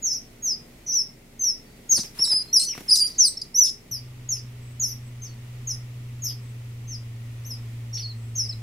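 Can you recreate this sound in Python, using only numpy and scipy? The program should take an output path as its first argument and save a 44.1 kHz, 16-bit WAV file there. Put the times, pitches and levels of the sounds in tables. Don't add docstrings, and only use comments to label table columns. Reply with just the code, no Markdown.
import sys
import numpy as np
from scipy import signal
from scipy.fft import rfft, irfft, next_fast_len
from scipy.io import wavfile
from scipy.ndimage import uniform_filter1d, map_coordinates

SR = 44100
rng = np.random.default_rng(int(sys.argv[2]) if len(sys.argv) > 2 else 0)


def elevation(decibels):
    levels = np.asarray(decibels, float)
    return 10 ** (levels / 20)


def unload_wav(signal):
    wavfile.write(
        sys.argv[1],
        SR,
        np.round(np.clip(np.atleast_2d(signal).T, -1, 1) * 32767).astype(np.int16),
    )


N = 380141
TIME_S = np.arange(N) / SR
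SCENE_CHANGE_S = 3.913

# hz, density_db_per_hz
AIR_BEFORE = [(30, -28.5), (50, -1), (92, -5.5), (170, -2), (400, -7), (480, -10), (700, -13),
              (1000, -19.5), (1450, -20.5), (1700, -22.5), (1950, -14.5), (3040, -21.5), (7000, -24.5),
              (15800, -28)]
# hz, density_db_per_hz
AIR_AFTER = [(100, -14.5), (160, -20.5), (225, -12.5), (300, -20), (480, -23.5), (800, -29), (1400, -30),
             (1620, -33.5), (1900, -26.5), (2800, -29), (4000, -34), (7000, -36), (11000, -40),
             (15800, -40.5)]
# hz, density_db_per_hz
RUMBLE = [(20, -25.0), (50, -4), (100, -2.5), (130, -9.0), (170, -64)]
AIR_BEFORE_DB, AIR_AFTER_DB, RUMBLE_DB = -50.5, -50, -83
# hz, correlation
LIKENESS = [(60, 1), (150, 0.98), (290, 0.89), (640, 0.2), (1410, 0.2), (3100, 0)]

# time_s, firing_hz, level_db
DRONE = [
    (3.911, 124.9, -42),
    (4.3, 122.8, -40.5),
    (5.4, 120.9, -38.5),
    (5.8, 121.4, -37),
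    (7.5, 117, -35.5),
    (8.3, 115, -34.5),
    (8.62, 113.2, -34.5),
]
# hz, before_db, after_db, width_hz
HUM = [
    (27, -57.5, -57, 1.3),
    (63.2, -82, -57, 0.55),
    (101, -69.5, -54, 5.2),
    (126.5, -60, -60, 5),
    (235.3, -60.5, -63, 6.2),
    (411.5, -67, -69.5, 10),
]
# start_s, length_s, level_db
INSECT = [
    (4.59, 0.19, -59),
    (5.005, 0.13, -62),
    (6.41, 0.13, -61.5),
    (8.129, 0.24, -62.5),
    (8.403, .18, -59),
]

# hz, t60_s
PORCH_DECAY = [(300, .2), (5000, .235), (8500, .17), (11500, .2)]
STIR_DEPTH, STIR_HZ = .42, 500

# time_s, peak_db, thump_over_slap_db
FLAPS = [(1.789, -50, 8.5), (1.932, -43.5, 7.5), (1.979, -27, 0), (1.99, -32, 3), (2.034, -35.5, -1.5),
         (2.178, -38, -10), (2.193, -30, -3), (2.274, -33, -17), (2.305, -33.5, -12.5), (2.321, -32, -13),
         (2.331, -29, -8), (2.751, -33, -12.5), (2.778, -27, -7), (2.807, -33, -1.5), (2.862, -47.5, -16),
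         (2.91, -42, -11)]
# peak_s, level_db
RUSTLE = [
    (2.002, -48),
    (2.2, -51),
    (2.329, -47.5),
    (2.62, -53),
    (2.79, -50),
    (2.93, -47.5),
    (3.05, -52),
]
# hz, density_db_per_hz
FEATHER = [(150, -11.5), (400, -3.5), (1500, -2), (2400, 0.5), (5000, -3.5), (12000, -6), (16000, -14)]
BRUSH_RISE_DB_PER_S, BRUSH_FALL_DB_PER_S = 92, 84
PUSH_HZ = 90, 380

# start_s, length_s, centre_hz, level_db, scatter_share
RASPS = [(.872, .022, 5600, -42, .08), (.914, .012, 5500, -38, .08), (1.978, .065, 4750, -33, .19),
         (2.244, .012, 4900, -35, .15), (2.261, .011, 5000, -31, .2), (2.272, .07, 4500, -41, .14),
         (2.422, .008, 5500, -36, .08), (2.879, .01, 5600, -38, .08), (3.414, .014, 4950, -34, .09),
         (2.592, .07, 4950, -31, .17), (2.898, .012, 4600, -31, .085), (2.952, .062, 5400, -29.5, .16),
         (3.07, .018, 5600, -33, .085), (3.096, .28, 4450, -48, .16), (3.29, .17, 4590, -46.5, .11),
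         (3.656, .014, 5700, -31, .22), (3.645, .07, 5400, -38, .13), (3.684, .014, 6300, -38, .2),
         (7.94, .07, 4900, -47, .1)]
# start_s, length_s, centre_hz, level_db, scatter_share
WHEEZES = [
    (2.596, .06, 2900, -49, .14),
    (2.73, .085, 2400, -48, .17),
    (3.01, .07, 3000, -51, .12),
    (3.662, .045, 3650, -44, .08),
    (4.356, .035, 2800, -54, .1),
    (6.288, .05, 3350, -52, .13),
    (7.966, .08, 3200, -49, .24),
]
# hz, gain_db
BEAK = [(2000, -30), (3200, -20), (3800, -2), (4300, 0), (9500, 3.5), (12500, -5), (16000, -17)]
# hz, gain_db
CHEST = [(1200, -20), (2000, 0), (4200, 0), (5500, -15), (16000, -30)]
RASP_OCTAVE_DB, RASP_FULL_DB, RASP_THINS_DB_PER_DB = -2.5, -30.5, 3.4

# time_s, pitch_hz, level_db
CRIES = [
    [(1.889, 6900, -44), (1.897, 6560, -28), (1.917, 6550, -17), (1.926, 6400, -14), (1.945, 5780, -22),
     (1.959, 5190, -23), (1.968, 4590, -30), (1.983, 4350, -28)],
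    [(2.187, 5090, -28), (2.205, 5415, -27.5), (2.225, 5570, -21), (2.236, 5440, -20), (2.243, 4950, -19),
     (2.251, 4550, -26), (2.254, 3950, -29), (2.266, 3850, -33)],
    [(2.259, 5900, -36), (2.266, 5330, -30), (2.291, 5330, -27.5), (2.312, 5150, -24), (2.318, 4930, -22),
     (2.37, 5057, -23.5), (2.415, 4850, -33), (2.428, 5077, -36.5)],
    [(2.527, 5450, -23), (2.541, 6010, -19), (2.55, 5560, -20), (2.562, 5480, -17), (2.572, 5100, -13),
     (2.592, 4820, -25)],
    [(2.879, 5400, -42), (2.89, 5130, -26), (2.9, 4950, -20), (2.903, 4500, -34)],
    [(2.903, 4500, -30), (2.909, 4720, -18), (2.915, 5020, -15), (2.921, 5160, -15), (2.929, 5070, -13),
     (2.938, 4800, -16), (2.948, 4620, -22), (2.952, 4550, -30)],
    [(3.001, 4800, -24), (3.009, 4740, -21), (3.028, 4750, -19), (3.04, 4770, -26), (3.06, 4760, -24),
     (3.073, 5000, -30)],
    [(3.541, 5226, -33), (3.56, 5820, -21), (3.585, 6110, -18.5), (3.615, 5947, -18.5), (3.63, 5800, -17),
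     (3.639, 5100, -19), (3.643, 5250, -21), (3.652, 5250, -25)],
    [(2.951, 4250, -27), (2.958, 4030, -29), (2.972, 4030, -42)],
    [(2.594, 4220, -24), (2.605, 4130, -27), (2.612, 4270, -31), (2.625, 4220, -31), (2.64, 4300, -38)],
]
# time_s, pitch_hz, level_db
PLUNGES = [
    [(3.18, 6300, -30), (3.19, 6480, -23), (3.197, 6200, -18), (3.218, 5710, -15), (3.235, 5400, -19),
     (3.253, 4910, -15), (3.262, 4600, -24), (3.288, 3970, -32)],
]
# time_s, pitch_hz, level_db
WARBLES = [
    [(.018, 7100, -52), (.03, 6750, -36), (.045, 6600, -26), (.074, 5830, -26), (.085, 5540, -29),
     (.11, 5420, -27.5), (.129, 5220, -28.5), (.142, 5000, -37)],
    [(.1, 5850, -40), (.122, 5840, -35), (.14, 5850, -34), (.157, 5700, -33), (.171, 5480, -35),
     (.187, 5080, -37)],
    [(.859, 6350, -50), (.868, 5900, -39), (.884, 5930, -33), (.898, 5870, -25), (.912, 5710, -29),
     (.919, 5510, -35), (.927, 5370, -31), (.941, 5150, -38)],
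    [(.918, 6100, -30), (.94, 6090, -25), (.955, 5950, -27), (.975, 5680, -22), (1.0, 5320, -24),
     (1.028, 5200, -30)],
    [(1.391, 6400, -38), (1.41, 6320, -31), (1.422, 6230, -23), (1.436, 6140, -24), (1.455, 5800, -25),
     (1.48, 5580, -21), (1.504, 5300, -24), (1.515, 5200, -33), (1.545, 5230, -40)],
    [(2.657, 6150, -40), (2.668, 5930, -35), (2.681, 6030, -31), (2.695, 5830, -30.5), (2.716, 5540, -30),
     (2.733, 5080, -39)],
    [(6.218, 6750, -42), (6.228, 6630, -37), (6.256, 5960, -35), (6.27, 5480, -30), (6.28, 4990, -37),
     (6.296, 4930, -42), (6.306, 4900, -37), (6.328, 4850, -48)],
    [(7.927, 5700, -44), (7.937, 5550, -39), (7.948, 5780, -35), (7.957, 5650, -33), (7.967, 5280, -36)],
    [(7.964, 5850, -33), (7.974, 5440, -33), (7.982, 5950, -43), (7.989, 6060, -42), (8.002, 5550, -35),
     (8.01, 5050, -44), (8.045, 4880, -48)],
    [(8.351, 6700, -38), (8.362, 6400, -35), (8.378, 6270, -33), (8.398, 5600, -23), (8.408, 5320, -26),
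     (8.438, 5190, -35), (8.47, 4850, -41)],
]
# time_s, pitch_hz, level_db
STRANDS = [
    [(1.99, 5550, -36), (2.001, 5110, -33), (2.012, 4870, -36), (2.024, 4780, -46)],
    [(1.992, 6250, -39), (2.007, 6060, -33), (2.016, 5850, -35), (2.025, 5680, -43)],
    [(2.038, 5500, -46), (2.05, 5450, -44), (2.064, 5330, -44), (2.069, 5000, -49), (2.082, 4740, -48)],
]
# time_s, pitch_hz, level_db
REEDY = [
    [(6.236, 6750, -48), (6.252, 6550, -41), (6.268, 6250, -44), (6.28, 5800, -40), (6.297, 5250, -33),
     (6.31, 4950, -39)],
    [(4.862, 5800, -50), (4.875, 6150, -46), (4.887, 6260, -44), (4.9, 6140, -43), (4.916, 5780, -40),
     (4.933, 5250, -37)],
    [(3.911, 6150, -33), (3.935, 5580, -33.5), (3.955, 5140, -33), (3.972, 4830, -41), (3.995, 4660, -51)],
    [(7.446, 5250, -45), (7.465, 6300, -46), (7.485, 6180, -49.5), (7.5, 5800, -51), (7.506, 5700, -38),
     (7.522, 5040, -35.5), (7.545, 5230, -44), (7.556, 4770, -46)],
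]
# time_s, pitch_hz, level_db
PURE = [
    [(2.33, 4150, -58), (2.4, 4200, -50), (2.44, 4190, -51), (2.465, 4200, -59), (2.49, 4240, -52),
     (2.6, 4210, -55)],
    [(8.018, 4580, -44), (8.044, 4410, -37), (8.06, 4260, -40), (8.08, 4520, -44), (8.105, 4280, -43),
     (8.128, 4080, -48)],
    [(8.487, 5300, -38), (8.498, 5350, -32), (8.516, 4850, -38)],
    [(8.521, 4550, -43), (8.53, 4100, -43), (8.54, 3950, -49)],
]
# time_s, pitch_hz, level_db
STUTTERS = [
    [(2.96, 4900, -24), (2.968, 5000, -18), (2.978, 5060, -20), (2.988, 4980, -18), (3.0, 4850, -20),
     (3.006, 4800, -20)],
]

# start_s, length_s, top_hz, end_hz, level_db
SLIDES = [
    (.115, .045, 6300, 6150, -38),
]
# start_s, length_s, top_hz, end_hz, level_db
PEEPS = [
    (4.288, .085, 6730, 5300, -25),
    (4.796, .092, 6810, 5296, -24.5),
    (5.67, .082, 6610, 5160, -28.5),
]
# start_s, length_s, top_hz, end_hz, level_db
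ARCHES = [
    (1.912, 0.018, 5420, 5400, -30),
    (2.912, 0.055, 5950, 5750, -27),
    (6.236, 0.041, 5550, 5220, -40),
    (6.872, 0.096, 6360, 4976, -39.5),
]
# start_s, length_s, top_hz, end_hz, level_db
SWOOPS = [
    (.422, .13, 6660, 4990, -26.5),
]
# start_s, length_s, top_hz, end_hz, level_db
DROPS = [
    (5.215, .068, 6330, 4570, -40),
    (8.354, .026, 5750, 5420, -41),
]
# start_s, length_s, first_hz, end_hz, level_db
HOLDS = [(2.268, .06, 3880, 3950, -40), (1.65, .15, 4580, 4580, -66.5), (2.645, .026, 4620, 4300, -33),
         (2.678, .024, 4500, 4450, -41), (3.369, 0.014, 5315, 5460, -26), (3.414, .012, 4950, 4850, -27),
         (3.647, 0.067, 5350, 5180, -25), (4.36, .04, 5100, 4820, -41.5), (4.888, .028, 5150, 4920, -42),
         (6.322, .022, 4650, 4580, -48), (7.973, 0.03, 4320, 4450, -38), (5.285, 0.0607, 4460, 4380, -58.5),
         (3.18, .013, 7010, 7000, -29), (2.608, .036, 5020, 5300, -27), (.87, .018, 6550, 6250, -37),
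         (1.958, .014, 5200, 5000, -24), (1.984, .008, 3960, 3940, -34), (7.936, .035, 6500, 6050, -42)]
# start_s, length_s, first_hz, end_hz, level_db
CROAKS = [
    (2.685, .045, 3020, 2930, -48),
    (2.725, .032, 2500, 2050, -48),
    (2.776, .02, 2300, 2250, -48),
    (6.302, .034, 3250, 3300, -55),
    (7.968, .03, 3300, 3400, -52),
]

SLIDE_SHAPE = dict(scoop=0.0197, top_at=.2, end_at=0.96, bend=1.3, attack_s=0.0195,
                   onset_db=-14, early_db=-1, loud_at=.75, fade_db=-6)
PEEP_SHAPE = dict(scoop=.002, top_at=0.054, end_at=.62, bend=1.2, attack_s=0.017,
                  onset_db=-1, early_db=-5.5, loud_at=0.52, fade_db=-18.5)
ARCH_SHAPE = dict(scoop=.05, top_at=0.22, end_at=.85, bend=1.3, attack_s=0.028,
                  onset_db=-10, early_db=-4.5, loud_at=0.61, fade_db=-3)
HOLD_SHAPE = dict(scoop=.002, top_at=.05, end_at=.9, bend=0.76, attack_s=.004,
                  onset_db=4, early_db=-5.5, loud_at=.12, fade_db=-8.5)
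SWOOP_SHAPE = dict(scoop=0.016, top_at=0.17, end_at=.82, bend=.8, attack_s=0.033,
                   onset_db=-13, early_db=-0.5, loud_at=0.86, fade_db=-11)
DROP_SHAPE = dict(scoop=.012, top_at=.25, end_at=.95, bend=1.4, attack_s=.007,
                  onset_db=-12, early_db=-1.5, loud_at=.3, fade_db=-14)

TIMBRE = dict(
    pure=dict(octave_db=-42, tilt_db=.1, pan_db=-.3, scatter=.004),
    reedy=dict(octave_db=-18.5, tilt_db=16, pan_db=2, scatter=0.0033),
    plunge=dict(octave_db=-26.5, tilt_db=-19.5, pan_db=.2, scatter=.003),
    cry=dict(octave_db=-19.5, tilt_db=-10, pan_db=.2, scatter=.004),
    stutter=dict(octave_db=-24, tilt_db=0, pan_db=.2, scatter=.012, chop=.8),
    warble=dict(octave_db=-29, tilt_db=2.5, pan_db=0.4, scatter=0.0028),
    slide=dict(octave_db=-19, tilt_db=0, pan_db=0, scatter=0.0087),
    swoop=dict(octave_db=-29.5, tilt_db=7.5, pan_db=0.5, scatter=0.0017),
    drop=dict(octave_db=-27, tilt_db=6, pan_db=1.2, scatter=.006),
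    peep=dict(octave_db=-23, tilt_db=-6, pan_db=.8, scatter=.003),
    arch=dict(octave_db=-27.5, tilt_db=1, pan_db=1.1, scatter=0.00305),
    hold=dict(octave_db=-28, tilt_db=-0.5, pan_db=.1, scatter=.017),
    croak=dict(octave_db=-28.5, tilt_db=-1, pan_db=1.5, scatter=0.045))
CHOP_HZ = 128
OCTAVE_PER_EFFORT = .15
FACING_DB = 3.5
THROAT_HZ, THROAT_WIDTH_HZ, THROAT_DB = 8600, 1000, 6
THIRD_HZ, THIRD_WIDTH_HZ, THIRD_DB = 14000, 1400, -14
STRAIN_HZ_PER_S = 20000

CEILING, KNEE = .72, 4
TOP_HZ = 15850


def unit(x):
    return x / np.sqrt(np.mean(x ** 2) + 1e-20)


def along(points, hz):
    f, v = np.transpose(points)
    return np.interp(np.log(hz + 1), np.log(f + 1), v)


def wobble(rate_hz, count=N):
    knots = rng.standard_normal(int(count * rate_hz / SR) + 4)
    return map_coordinates(knots, [np.arange(count) * rate_hz / SR])


def filtered(x, response):
    m = next_fast_len(N + 8192)
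    return irfft(rfft(x, m) * response(np.fft.rfftfreq(m, 1 / SR)), m)[..., :N]


def rush(spectrum):
    def mid_side_gain(hz):
        turn = np.arccos(np.clip(along(LIKENESS, hz), -1, 1)) / 2
        return elevation(along(spectrum, hz)) * [np.cos(turn), np.sin(turn)]

    mid, side = filtered(rng.standard_normal((2, N)), mid_side_gain)
    return unit(np.array([mid + side, mid - side]))


def add(out, start_s, x, pan_db=0):
    part = out[:, round(start_s * SR):][:, :x.shape[-1]]
    part += x[..., :part.shape[1]] * elevation([[pan_db / 2], [-pan_db / 2]])


def air():
    before = elevation(AIR_BEFORE_DB) * rush(AIR_BEFORE)
    after = elevation(AIR_AFTER_DB) * rush(AIR_AFTER)
    low = elevation(RUMBLE_DB) * rush(RUMBLE)
    return np.where(TIME_S < SCENE_CHANGE_S, before, after + low) * elevation(.6 * wobble(2.5))


def drone():
    s, hz, db = np.transpose(DRONE)
    phase = 2 * np.pi * np.cumsum(np.interp(TIME_S, s, hz) + 0.7 * wobble(6)) / SR
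    octave = elevation(-27.5 + 1.85 * wobble(1.6)) * np.sin(2 * phase)
    tone = np.sqrt(2) * (np.sin(phase) + octave)
    out = elevation(np.interp(TIME_S, s, db, -120) + 0.51 * wobble(4.1)) * tone
    for hz, before_db, after_db, width_hz in HUM:
        line = np.sin(2 * np.pi * np.cumsum(hz + width_hz * wobble(10)) / SR)
        level_db = np.where(TIME_S < SCENE_CHANGE_S, before_db, after_db) + 1.2 * wobble(5)
        out += np.sqrt(2) * elevation(level_db) * line
    return out


def insect():
    swell = sum(elevation(db) * np.sin(np.pi * np.clip((TIME_S - s) / length, 0, 1)) for s, length, db in INSECT)
    buzz = filtered(rng.standard_normal((2, N)), lambda hz: np.exp(-((hz - 8000) / 320) ** 2))
    return swell * unit(buzz) * elevation(2.8 * wobble(70))


def porch(x):
    out, step = np.zeros((2, N + SR)), SR // 20

    def reflected(hz):
        return (hz > 300) * elevation(np.clip((hz - 5300) / 200, -4, 5) + 5 * (hz > 10200))

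    x = filtered(x, reflected)
    x = np.pad(x * unit(1 + STIR_DEPTH * wobble(STIR_HZ)), (step, 0))
    for k in range(0, N + step, step):
        hz, t, z = signal.stft(rng.standard_normal((2, SR // 3)), SR, nperseg=256)
        fall = elevation(-60 * t / along(PORCH_DECAY, hz)[:, None])
        tail = signal.istft(z * fall, SR, nperseg=256)[1]
        piece = x[k:k + 2 * step]
        piece = piece * signal.windows.hann(2 * step, sym=False)[:len(piece)]
        wet = signal.fftconvolve(piece[None], tail / np.linalg.norm(tail[0]), axes=1)
        out[:, k + 90:k + 90 + wet.shape[1]] += wet
    return out[:, step:N + step]


def wings():
    out, t = np.zeros((2, N)), np.arange(SR // 20) / SR
    for s, db, thump_db in FLAPS:
        shared = .7 * rng.standard_normal(len(t))
        burst = shared + .6 * rng.standard_normal((2, len(t)))
        slap = signal.lfilter([.27], [1, -.78], burst) * elevation(-60 * t / 0.036)
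        band = signal.butter(2, PUSH_HZ, "band", fs=SR)
        push = unit(signal.lfilter(*band, rng.standard_normal(len(t))))
        thump = .8 * elevation(thump_db - 60 * t / 0.061) * push
        add(out, s, elevation(db) * (1.14 * slap + thump))
    bouts_db = [db + np.minimum(BRUSH_RISE_DB_PER_S * (TIME_S - s), BRUSH_FALL_DB_PER_S * (s - TIME_S))
                for s, db in RUSTLE]
    level_db = np.max(bouts_db, 0) + 1.5 + 3 * wobble(60)
    return out + elevation(level_db) * rush(FEATHER)


def syrinx(hz, octave_db):
    phase = 2 * np.pi * np.cumsum(hz) / SR + rng.uniform(0, 6.1)
    fall_hz_per_s = -SR * uniform_filter1d(np.gradient(hz), size=400)
    strain = np.clip(fall_hz_per_s / STRAIN_HZ_PER_S, .12, 1)
    third_gain = np.exp(-((3 * hz - THIRD_HZ) / THIRD_WIDTH_HZ) ** 2)
    third = strain * elevation(octave_db + THIRD_DB) * third_gain
    octave_db = octave_db + THROAT_DB * np.exp(-((2 * hz - THROAT_HZ) / THROAT_WIDTH_HZ) ** 2)
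    return np.sqrt(2) * (np.sin(phase) + elevation(octave_db) * np.sin(2 * phase) + third * np.sin(3 * phase))


def rasps(rows, colour):
    out = np.zeros((2, N))
    for s, length, hz, db, share in rows:
        octave_db = RASP_OCTAVE_DB + RASP_THINS_DB_PER_DB * min(db - RASP_FULL_DB, 0)
        t = np.arange(int(length * SR)) / SR
        pitch_hz = hz * (1 + share * (0.7 * wobble(200, len(t)) + wobble(4000, len(t))))
        edges = np.clip(np.minimum(t, (length - t) / 3) / .004, 0, 1)
        level = elevation(db - 8 * t / length + 2.5 * wobble(150, len(t))) * edges
        add(out, s, level * syrinx(pitch_hz, octave_db))
    return filtered(out, lambda hz: elevation(along(colour, hz)))


def shaped(rows, scoop, top_at, end_at, bend, attack_s, onset_db, early_db, loud_at, fade_db):
    u, paths = np.linspace(0, 1, num=41), []
    for s, length, top_hz, end_hz, db in rows:
        sink = np.clip((u - top_at) / (end_at - top_at), 0, 1) ** bend
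        rise = 1 - scoop * np.clip(1 - u / top_at, 0, 1) ** 2
        hz = top_hz * rise - (top_hz - end_hz) * sink
        attack = min(attack_s / length, loud_at / 2)
        swell_db = np.interp(u, [0, attack, loud_at, 1], [onset_db, early_db, 0, fade_db])
        paths.append(np.transpose([s + u * length, hz, db + swell_db]))
    return paths


def whistle(note, octave_db, tilt_db, pan_db, scatter, chop=0):
    s, hz, db = np.transpose(note)
    t = s.min() + np.arange(int((np.ptp(s) + 0.002) * SR)) / SR
    count = len(t)
    share = scatter + .008 * np.linspace(0, 1, count) ** 4
    glide_hz = uniform_filter1d(np.interp(t, s, hz), size=120)
    pitch_hz = glide_hz * (1 + share * wobble(900, count) + 0.0025 * wobble(70, count))
    edges = np.clip(np.minimum((t - t[0]) / .006, (t[-1] - t) / .004), 0, 1)
    level = elevation(np.interp(t, s, db) + 2.0 + 1.3 * wobble(160, count)) * edges
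    chop_phase = np.pi * np.cumsum(CHOP_HZ * (1 + .2 * wobble(60, count))) / SR
    level *= 1 - chop * np.cos(chop_phase) ** 2
    octave_db = octave_db + tilt_db * (glide_hz - 5500) / 1000
    octave_db += OCTAVE_PER_EFFORT * (db.max() + 20) + FACING_DB * (s[0] > SCENE_CHANGE_S - .01)
    return t[0], level * syrinx(pitch_hz, octave_db + 1.3 * wobble(84.4, count)), pan_db


def whistles():
    out = np.zeros((2, N))
    kinds = dict(cry=CRIES, stutter=STUTTERS, pure=PURE, reedy=REEDY, plunge=PLUNGES,
                 warble=WARBLES + STRANDS,
                 swoop=shaped(SWOOPS, **SWOOP_SHAPE), drop=shaped(DROPS, **DROP_SHAPE),
                 slide=shaped(SLIDES, **SLIDE_SHAPE), peep=shaped(PEEPS, **PEEP_SHAPE),
                 arch=shaped(ARCHES, **ARCH_SHAPE), hold=shaped(HOLDS, **HOLD_SHAPE),
                 croak=shaped(CROAKS, **HOLD_SHAPE))
    for kind, notes in kinds.items():
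        for note in notes:
            add(out, *whistle(note, **TIMBRE[kind]))
    return out


def scene():
    chicks = whistles() + rasps(RASPS, BEAK) + rasps(WHEEZES, CHEST) + wings()
    wet = elevation(np.where(TIME_S < SCENE_CHANGE_S, -6, -5)) * porch(chicks.mean(0))
    return chicks + wet + drone() + insect() + air()


def masked(x, margin_db, slope_db_per_khz):
    hz, _, z = signal.stft(x, SR, nperseg=1024)
    bins = 12
    band = np.arange(len(hz)) // bins
    power = np.add.reduceat(np.mean(abs(z) ** 2, 0), np.arange(0, len(hz), bins), axis=0)
    level_db = 10 * np.log10(uniform_filter1d(power, size=4, axis=1, origin=1) + 1e-14)[band]
    fall_db = slope_db_per_khz * hz[band * bins, None] / 1000
    masker_db = np.where(hz[:, None] > 3000, level_db + fall_db, -200)
    mask_db = np.maximum.accumulate(masker_db, axis=0) - fall_db - margin_db
    keep = np.clip(level_db - mask_db, 0, 1) * (hz[:, None] < TOP_HZ)
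    return signal.istft(z * keep, SR, nperseg=1024)[1][:, :N]


def top_cut(x):
    return signal.sosfilt(signal.butter(12, 15750, fs=SR, output="sos"), x)


def record(dry):
    rounded = dry / (1 + abs(dry / CEILING) ** KNEE) ** (1 / KNEE)
    mix = masked(rounded, margin_db=34, slope_db_per_khz=2.1)
    return top_cut(mix)


dry = scene()
out = record(dry)
unload_wav(out)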